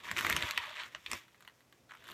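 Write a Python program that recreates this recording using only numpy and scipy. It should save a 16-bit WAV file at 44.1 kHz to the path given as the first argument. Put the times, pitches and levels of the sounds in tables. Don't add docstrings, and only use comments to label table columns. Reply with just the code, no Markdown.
import sys
import numpy as np
from scipy import signal
from scipy.fft import rfft, irfft, next_fast_len
from scipy.io import wavfile
from scipy.ndimage import map_coordinates

SR = 44100
rng = np.random.default_rng(int(sys.argv[2]) if len(sys.argv) > 2 else 0)


def put_to_file(sound):
    columns = np.atleast_2d(sound).T
    safe = np.clip(columns, -1, 1)
    whole_steps = np.round(safe * 32767)
    wavfile.write(sys.argv[1], SR, whole_steps.astype(np.int16))


def to_linear_factor(level_db):
    exponent = np.asarray(level_db, float) / 20
    return 10 ** exponent


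N = 94329


def unit(x):
    return x / np.sqrt(np.mean(x ** 2) + 1e-20)


def along(points, hz):
    f, v = np.transpose(points)
    return np.interp(np.log(hz + 1), np.log(f + 1), v)


def curves(rows):
    s, *columns = np.transpose(rows)
    return [np.interp(np.arange(N) / SR, s, column) for column in columns]


def wobble(rate):
    knots = rng.standard_normal(int(N * rate / SR) + 4)
    return map_coordinates(knots, [np.arange(N) * rate / SR])


def coloured(x, points):
    size = 2 ** 12
    level_db = np.maximum(along(points, np.fft.rfftfreq(size, 1 / SR)), -70)
    cepstrum = irfft(np.log(to_linear_factor(level_db)), size)
    cepstrum[1:size // 2] *= 2
    cepstrum[size // 2 + 1:] = 0
    response = irfft(np.exp(rfft(cepstrum)), size)
    return signal.fftconvolve(x, response)[:len(x)]


def narrow(x, hz, width_hz):
    return unit(signal.lfilter(*signal.iirpeak(hz, hz / width_hz, SR), x))


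def ringing(x, hz, ring_db, overtone_db):
    rise_s, width, overtone = 0.00025, 0.3, 1.458
    t = np.arange(SR // 100) / SR
    envelope = (1 - np.exp(-(t / rise_s) ** 2)) * np.exp(-np.pi * width * hz * t)
    modes = np.sin(2 * np.pi * hz * t) + to_linear_factor(overtone_db) * np.sin(2 * np.pi * overtone * hz * t)
    ring = envelope * modes
    ring = ring / np.abs(rfft(ring)).max()
    return x + to_linear_factor(ring_db) * signal.fftconvolve(x, ring)[:len(x)]


# (frequency [Hz], level [dB])
SKIN_COLOUR = [(400, -30.5), (750, -8.5), (1100, -0.5), (1450, -3.5), (1950, 0), (3600, -1.5), (4500, -5),
               (6500, -64.5)]


def skin_sound(x):
    return coloured(x, SKIN_COLOUR)


# (frequency [Hz], level [dB])
TICK_COLOUR = [(3500, -17.5), (5300, -0.5), (7000, -2.5), (10300, -13.5), (11500, -7.5), (15200, -12),
               (15900, -55), (16700, -67)]


def bright_edge(x):
    return coloured(x, TICK_COLOUR)


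def notes(rows, shape):
    out = np.zeros(N + SR)
    t = np.arange(-SR // 25, SR // 25) / SR
    for s, db, hz in rows:
        out[round(s * SR):][:len(t)] += to_linear_factor(db) * shape(t, hz) * np.cos(2 * np.pi * hz * t)
    return out[len(t) // 2:][:N]


# (frequency [Hz], level [dB])
AIR_COLOUR = [(30, -27), (120, -2.5), (400, -8.5), (700, -8.5), (2000, -14.5), (8000, -23.5), (15300, -28),
              (16000, -31)]


def air():
    air_db, hum_db, hum_hz = -71.5, -81, 123.7
    noise = unit(coloured(rng.standard_normal(N), AIR_COLOUR))
    tone = np.sqrt(2) * np.sin(2 * np.pi * hum_hz * np.arange(N) / SR)
    return to_linear_factor(air_db) * noise + to_linear_factor(hum_db + 1.7 * wobble(8.6)) * tone


# (time [s], pressure level [dB], brightness [dB])
RUB = [(.028, -57.5, -0.5), (.04, -48.5, 1.5), (.15, -53, 5.5), (.18, -42, 8), (.45, -39, -1),
       (.53, -47, 1), (.62, -43.5, -4.5), (.765, -52.5, -3.5), (.8, -44, -16), (.86, -60.5, 9.5),
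       (.89, -63, 3.5), (1.03, -64.5, 7.5), (1.06, -60.5, 5.5), (1.15, -46.5, 5), (1.27, -71.5, 7),
       (1.87, -81, 14.5), (2.02, -64, 3), (2.09, -61, 7)]
PATCH_HZ = [1190, 1950, 2500, 3600]
# (pitch [Hz], width [Hz], level [dB])
TUBE = [(620, 19, -10.5), (985, 44, -7.5)]
# (time [s], level [dB])
TUBE_OPEN = [
    (.5, -8),
    (.6, -11.5),
    (.73, -11),
    (.78, -7),
    (1.0, -18),
    (1.1, -11),
]


def rub():
    grains_per_s, biggest, grain_db = 1400, 0.14, 5
    smooth_db, patch_sway_db, tube_sway_db, flutter_db = -2, 2.5, 2, 1
    fizz_db = -14
    pressure_db, bright_db = curves(RUB)

    hit, size, sign = rng.random((3, len(PATCH_HZ), N))
    happens = hit < grains_per_s / SR / len(PATCH_HZ)
    grains = happens * to_linear_factor(-grain_db * np.log(size + biggest)) * (sign - 0.5)
    drive = unit(grains) + to_linear_factor(smooth_db) * rng.standard_normal(grains.shape)
    whole_hand = drive.sum(axis=0)

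    skin = sum(to_linear_factor(patch_sway_db * wobble(29.68)) * ringing(d, hz, ring_db=12, overtone_db=-4)
               for d, hz in zip(drive, PATCH_HZ))
    tube = sum(to_linear_factor(db + tube_sway_db * wobble(12.03)) * narrow(whole_hand, hz, width_hz)
               for hz, width_hz, db in TUBE)
    tube = to_linear_factor(curves(TUBE_OPEN)[0]) * tube
    fizz = unit(bright_edge(whole_hand)) * to_linear_factor(fizz_db + bright_db)
    return to_linear_factor(pressure_db + flutter_db * wobble(41.14)) * (unit(skin_sound(skin)) + tube + fizz)


# (time [s], level [dB])
THUD = [(.03, -65), (.11, -56), (.15, -55.5), (.3, -46.5), (.4, -52.5), (.445, -51), (.47, -60), (.6, -68),
        (.65, -69), (.93, -68), (.97, -63), (1.03, -76), (1.14, -51), (1.22, -78.5), (1.95, -72),
        (2.12, -60.5)]
# (frequency [Hz], level [dB])
THUD_COLOUR = [(15, -60), (25, -77), (65, -11.5), (291, -4), (344, -11), (390, -5.5), (700, -7.5),
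               (910, -31), (1540, -120)]
# (pitch [Hz], width [Hz], level [dB])
BOOMS = [(75, 38, -4.5), (340.5, 8.6, -7.5)]


def thud():
    lump_db = 1.2
    level_db, = curves(THUD)
    booms = sum(to_linear_factor(db) * narrow(rng.standard_normal(N), hz, width_hz) for hz, width_hz, db in BOOMS)
    rumble = unit(coloured(rng.standard_normal(N), THUD_COLOUR))
    return unit((rumble + booms) * to_linear_factor(lump_db * wobble(25.64))) * to_linear_factor(level_db)


# (peak time [s], peak level [dB], pitch [Hz])
PINGS = [(.0538, -34.5, 2000), (.0818, -39.5, 1160), (.0885, -29, 2000), (.0956, -30, 1810),
         (.1081, -35, 2000), (.1138, -24.5, 2050), (.1659, -38, 2040), (.1722, -27, 1440),
         (.1838, -29, 2620), (.1895, -23, 2980), (.2108, -43, 1340), (.2492, -22, 1090), (.269, -20, 2100),
         (.2956, -23.5, 2480), (.3019, -28.5, 1370), (.3043, -26, 1970), (.3076, -17, 2080),
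         (.328, -22.5, 3650), (.337, -34, 2280), (.3659, -17, 2980), (.368, -25.5, 1360),
         (.3757, -32, 2410), (.4256, -23, 3630), (.4314, -29, 1970), (.4342, -27, 1700), (.5002, -32, 1230),
         (.5105, -25.5, 4200), (.5768, -17, 2650), (.5772, -21, 3630), (.5795, -22, 2300),
         (.5856, -27, 1990), (.582, -30.5, 1020), (.9488, -29.5, 2800), (.9495, -31.5, 1190),
         (1.0633, -29.5, 2630), (1.0729, -42, 2670), (1.116, -33.5, 1190), (1.1246, -31.5, 1920),
         (1.1335, -29, 1080), (1.4775, -40, 2950), (1.4795, -47, 980), (1.7262, -52, 3300),
         (1.8957, -51, 1430), (1.8993, -49, 1650), (1.9122, -45, 1570), (1.9198, -43, 1160),
         (1.9395, -45, 1430), (1.9487, -44.5, 1120), (2.0724, -44, 1630), (2.1015, -43, 1190),
         (2.128, -43, 1470), (2.0906, -41.5, 1510), (2.0874, -46, 1530)]


def pings():
    rise_s, cycles = 0.00033, 1.7

    def shape(t, hz):
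        rise = np.exp(-(t / rise_s) ** 2 / 2)
        fall = np.exp(-np.abs(t) * hz / cycles)
        return np.where(t < 0, rise, fall)

    return notes(PINGS, shape)


# (middle time [s], peak level [dB], pitch [Hz])
THUMPS = [(.117, -47, 197), (.139, -48, 88), (.177, -44.5, 360), (.187, -46.5, 84), (.209, -52, 176),
          (.261, -41.5, 343), (.263, -61, 88), (.255, -51, 620), (.301, -42.5, 630), (.308, -46, 204),
          (.316, -43, 79), (.345, -38.5, 69.6), (.349, -41.5, 150), (.381, -46.5, 157), (.427, -53.5, 600),
          (.441, -54, 350), (.445, -39, 78), (.598, -56.5, 80), (.605, -44, 970), (.64, -65, 985),
          (.672, -52, 980), (.712, -58, 920), (.803, -60, 990), (.683, -51.5, 600), (.713, -51, 628),
          (.954, -52, 613), (1.091, -57, 75), (1.137, -47.5, 233), (1.145, -49, 68)]


def thumps():
    length_s = 0.027
    return notes(THUMPS, lambda t, hz: np.cos(np.pi * np.clip(t / length_s, -0.5, 0.5)) ** 2)


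def slip(hz, after_db, ring_db):
    lead_s, lead_db = 0.002, -16
    after_t60_s, spread, overtone_db = 0.028, 0.35, -6
    tick_t60_s, tick_after_db = 0.0045, -3
    tick_hz, edge_hz = 5100, 8300
    t = np.arange(SR // 12) / SR - lead_s
    start = np.argmax(t >= 0)
    train = np.zeros(len(t))
    train[[0, start]] = to_linear_factor(lead_db), 1
    skin = ringing(train, hz, ring_db, overtone_db)

    for late, size, pitch in rng.random((12, 3)):
        after = np.zeros(len(t))
        late_s = late ** 1.5 * after_t60_s / 2 + 0.001143
        fade_db = -60 * late_s / after_t60_s / 2
        after[start + int(late_s * SR)] = (2 * size - 1) * to_linear_factor(after_db + fade_db)
        after_hz = min(hz * np.exp(spread * (2 * pitch - 1.3)), SR / 4)
        skin += ringing(after, after_hz, ring_db, overtone_db)
        train += to_linear_factor(tick_after_db) * after

    fade = to_linear_factor(-60 * np.arange(SR // 100) / SR / tick_t60_s)
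    spit = np.convolve(train, rng.standard_normal(SR // 100) * fade)[:len(t)]
    tick = bright_edge(spit)
    low = signal.lfilter(*signal.butter(3, [tick_hz, edge_hz], "band", fs=SR), tick)
    high = signal.lfilter(*signal.butter(4, edge_hz, "high", fs=SR), tick)
    return [v / np.abs(v).max() for v in (skin_sound(skin), low, high)], start


# (time [s], peak level [dB], skin pitch [Hz], tick level [dB],
# thin top tick level [dB]) The main slips of the strokes, mostly strong, a few of them higher-pitched
SLIPS = [(0.1135, -22, 1810, -16.5, -20.5), (0.1647, -25, 2830, -32, -23), (0.1711, -27, 2600, -13, -25),
         (0.1814, -22.5, 2600, -18.5, -29), (0.1893, -21, 1950, -36, -18.5),
         (0.2088, -21, 1850, -42, -18.5), (0.2471, -18, 1920, -32, -29), (0.2657, -19.5, 1870, -19, -18),
         (0.2982, -18.5, 1840, -15, -12.5), (0.3253, -19, 2290, -19, -19.5),
         (0.3639, -21.5, 2130, -11, -13), (0.4067, -38, 2100, -18, -33), (0.4234, -20.5, 2700, -25, -24),
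         (0.4888, -28.5, 1940, -15, -23), (0.5765, -18.5, 2050, -18, -23.5), (0.9266, -47, 2090, -20, -31),
         (0.9485, -28, 1840, -19, -44), (1.1144, -26, 2670, -8, -23), (1.1314, -27, 2640, -9, -18),
         (0.4831, -29, 2470, -21, -31),
    (0.5087, -24.5, 2380, -11.5, -16),
    (0.834, -31.5, 3330, -31, -25),
    (1.062, -25.5, 3500, -26.5, -32),
]
CREAKS = [(1.281, -51, 1860, -27, -21), (1.345, -51, 2050, -26, -22), (1.406, -48.5, 1850, -33, -13),
          (1.424, -46.5, 1600, -14.5, -20), (1.449, -47.5, 1930, -23, -15), (1.476, -38, 2100, -44, -20),
          (1.497, -51, 1970, -20, -22), (1.606, -52, 2010, -33, -17), (1.725, -49.5, 2100, -21, -18),
          (2.041, -45, 1800, -32, -14.5), (2.054, -47, 1530, -37, -31), (2.07, -51.5, 1630, -12, -11),
          (2.078, -47, 3920, -35, -8), (2.088, -38, 1600, -40, -18), (2.1, -39.5, 3600, -28, -16),
          (2.11, -52, 3140, -21, 0), (2.115, -38, 4460, -31, -15.5), (2.129, -42.5, 3950, -25, -26)]
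SCRAPES = [
    (1.9084, -36.5, 1610, -28.5, -35),
    (1.918, -40, 1800, -22, -32),
    (1.936, -44.5, 1900, -21, -25),
    (1.9503, -41, 1430, -30, -23),
]
# (time [s], peak level [dB], skin pitch [Hz])
TICKS = [(0.6942, -36.5, 1950), (0.7049, -37, 2050), (0.7115, -38, 1730), (0.7246, -46, 1950),
         (0.7536, -37, 2320), (0.758, -37, 2000), (0.7618, -34, 2150), (0.7635, -38, 2120),
         (0.7681, -31, 2720), (0.7749, -33, 2820), (0.78, -38, 2600), (0.783, -34, 2240)]
# (start time [s], length [s], rate [slips/s], peak level [dB], skin pitch [Hz])
CHATTER = [
    (.79, .03, 370, -35, 2200),
    (.82, .046, 300, -40, 2000),
    (1.892, .014, 700, -54, 1300),
]


def slips():
    snap_s, tick_boost_db = 0.0007, 8
    dry_end = (-24, -34, -24, 6)  # tick, top tick, after-slips, ring [dB]
    rows = [(*row, -8, 13) for row in SLIPS]
    rows += [(*row, -2, 7) for row in CREAKS]
    rows += [(*row, 0, 26) for row in SCRAPES]
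    rows += [(*row, *dry_end) for row in TICKS]
    for s, length, rate, db, hz in CHATTER:
        for k, (jitter, gain_db, pitch) in enumerate(rng.standard_normal((50, 3))):
            when = s + (k + 0.13 * jitter) / rate
            if when < s + length:
                rows.append((when, db + gain_db, hz * np.exp(0.19 * pitch), *dry_end))

    out = np.zeros(N + SR)
    for s, db, hz, low_db, high_db, after_db, ring_db in rows:
        (skin, low, high), start = slip(hz, after_db, ring_db)
        ticks = to_linear_factor(low_db + tick_boost_db) * low + to_linear_factor(high_db + tick_boost_db) * high
        out[round((s + snap_s) * SR) - start:][:len(skin)] += to_linear_factor(db) * (skin + ticks)
    return out[:N]


# (frequency [Hz], time to fall 60 dB [s])
ROOM = [(200, 0.17), (2000, 0.13), (10000, 0.037)]


def room(x):
    wall_s = 0.005
    out = np.zeros(N + 2 * SR)
    step = SR // 20
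    for k in range(0, N, step):
        hz, t, z = signal.stft(rng.standard_normal(SR // 2), SR, nperseg=256)
        fade = to_linear_factor(-60 * t / along(ROOM, hz)[:, None])
        tail = signal.istft(z * fade, SR, nperseg=256)[1]
        wet = signal.fftconvolve(x[k:k + step], tail / np.linalg.norm(tail))
        out[k + int(wall_s * SR):][:len(wet)] += wet
    return out[:N]


def scene():
    room_db = -12.5
    latex = slips() + pings() + rub()
    return (latex + to_linear_factor(room_db) * room(latex) + thud() + thumps() + air())[None]


def roll_off(x):
    return signal.sosfilt(signal.butter(12, 16790, fs=SR, output="sos"), x)


def record(dry):
    low_hz, top_hz = 52, 16750
    size = next_fast_len(N)
    hz = np.fft.rfftfreq(size, 1 / SR)
    low_cut = hz ** 4 / np.hypot(hz ** 4, low_hz ** 4)
    kept = irfft(rfft(dry, size) * (hz < top_hz) * low_cut, size)[:, :N]
    return roll_off(kept)


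dry = scene()
out = record(dry)
put_to_file(out)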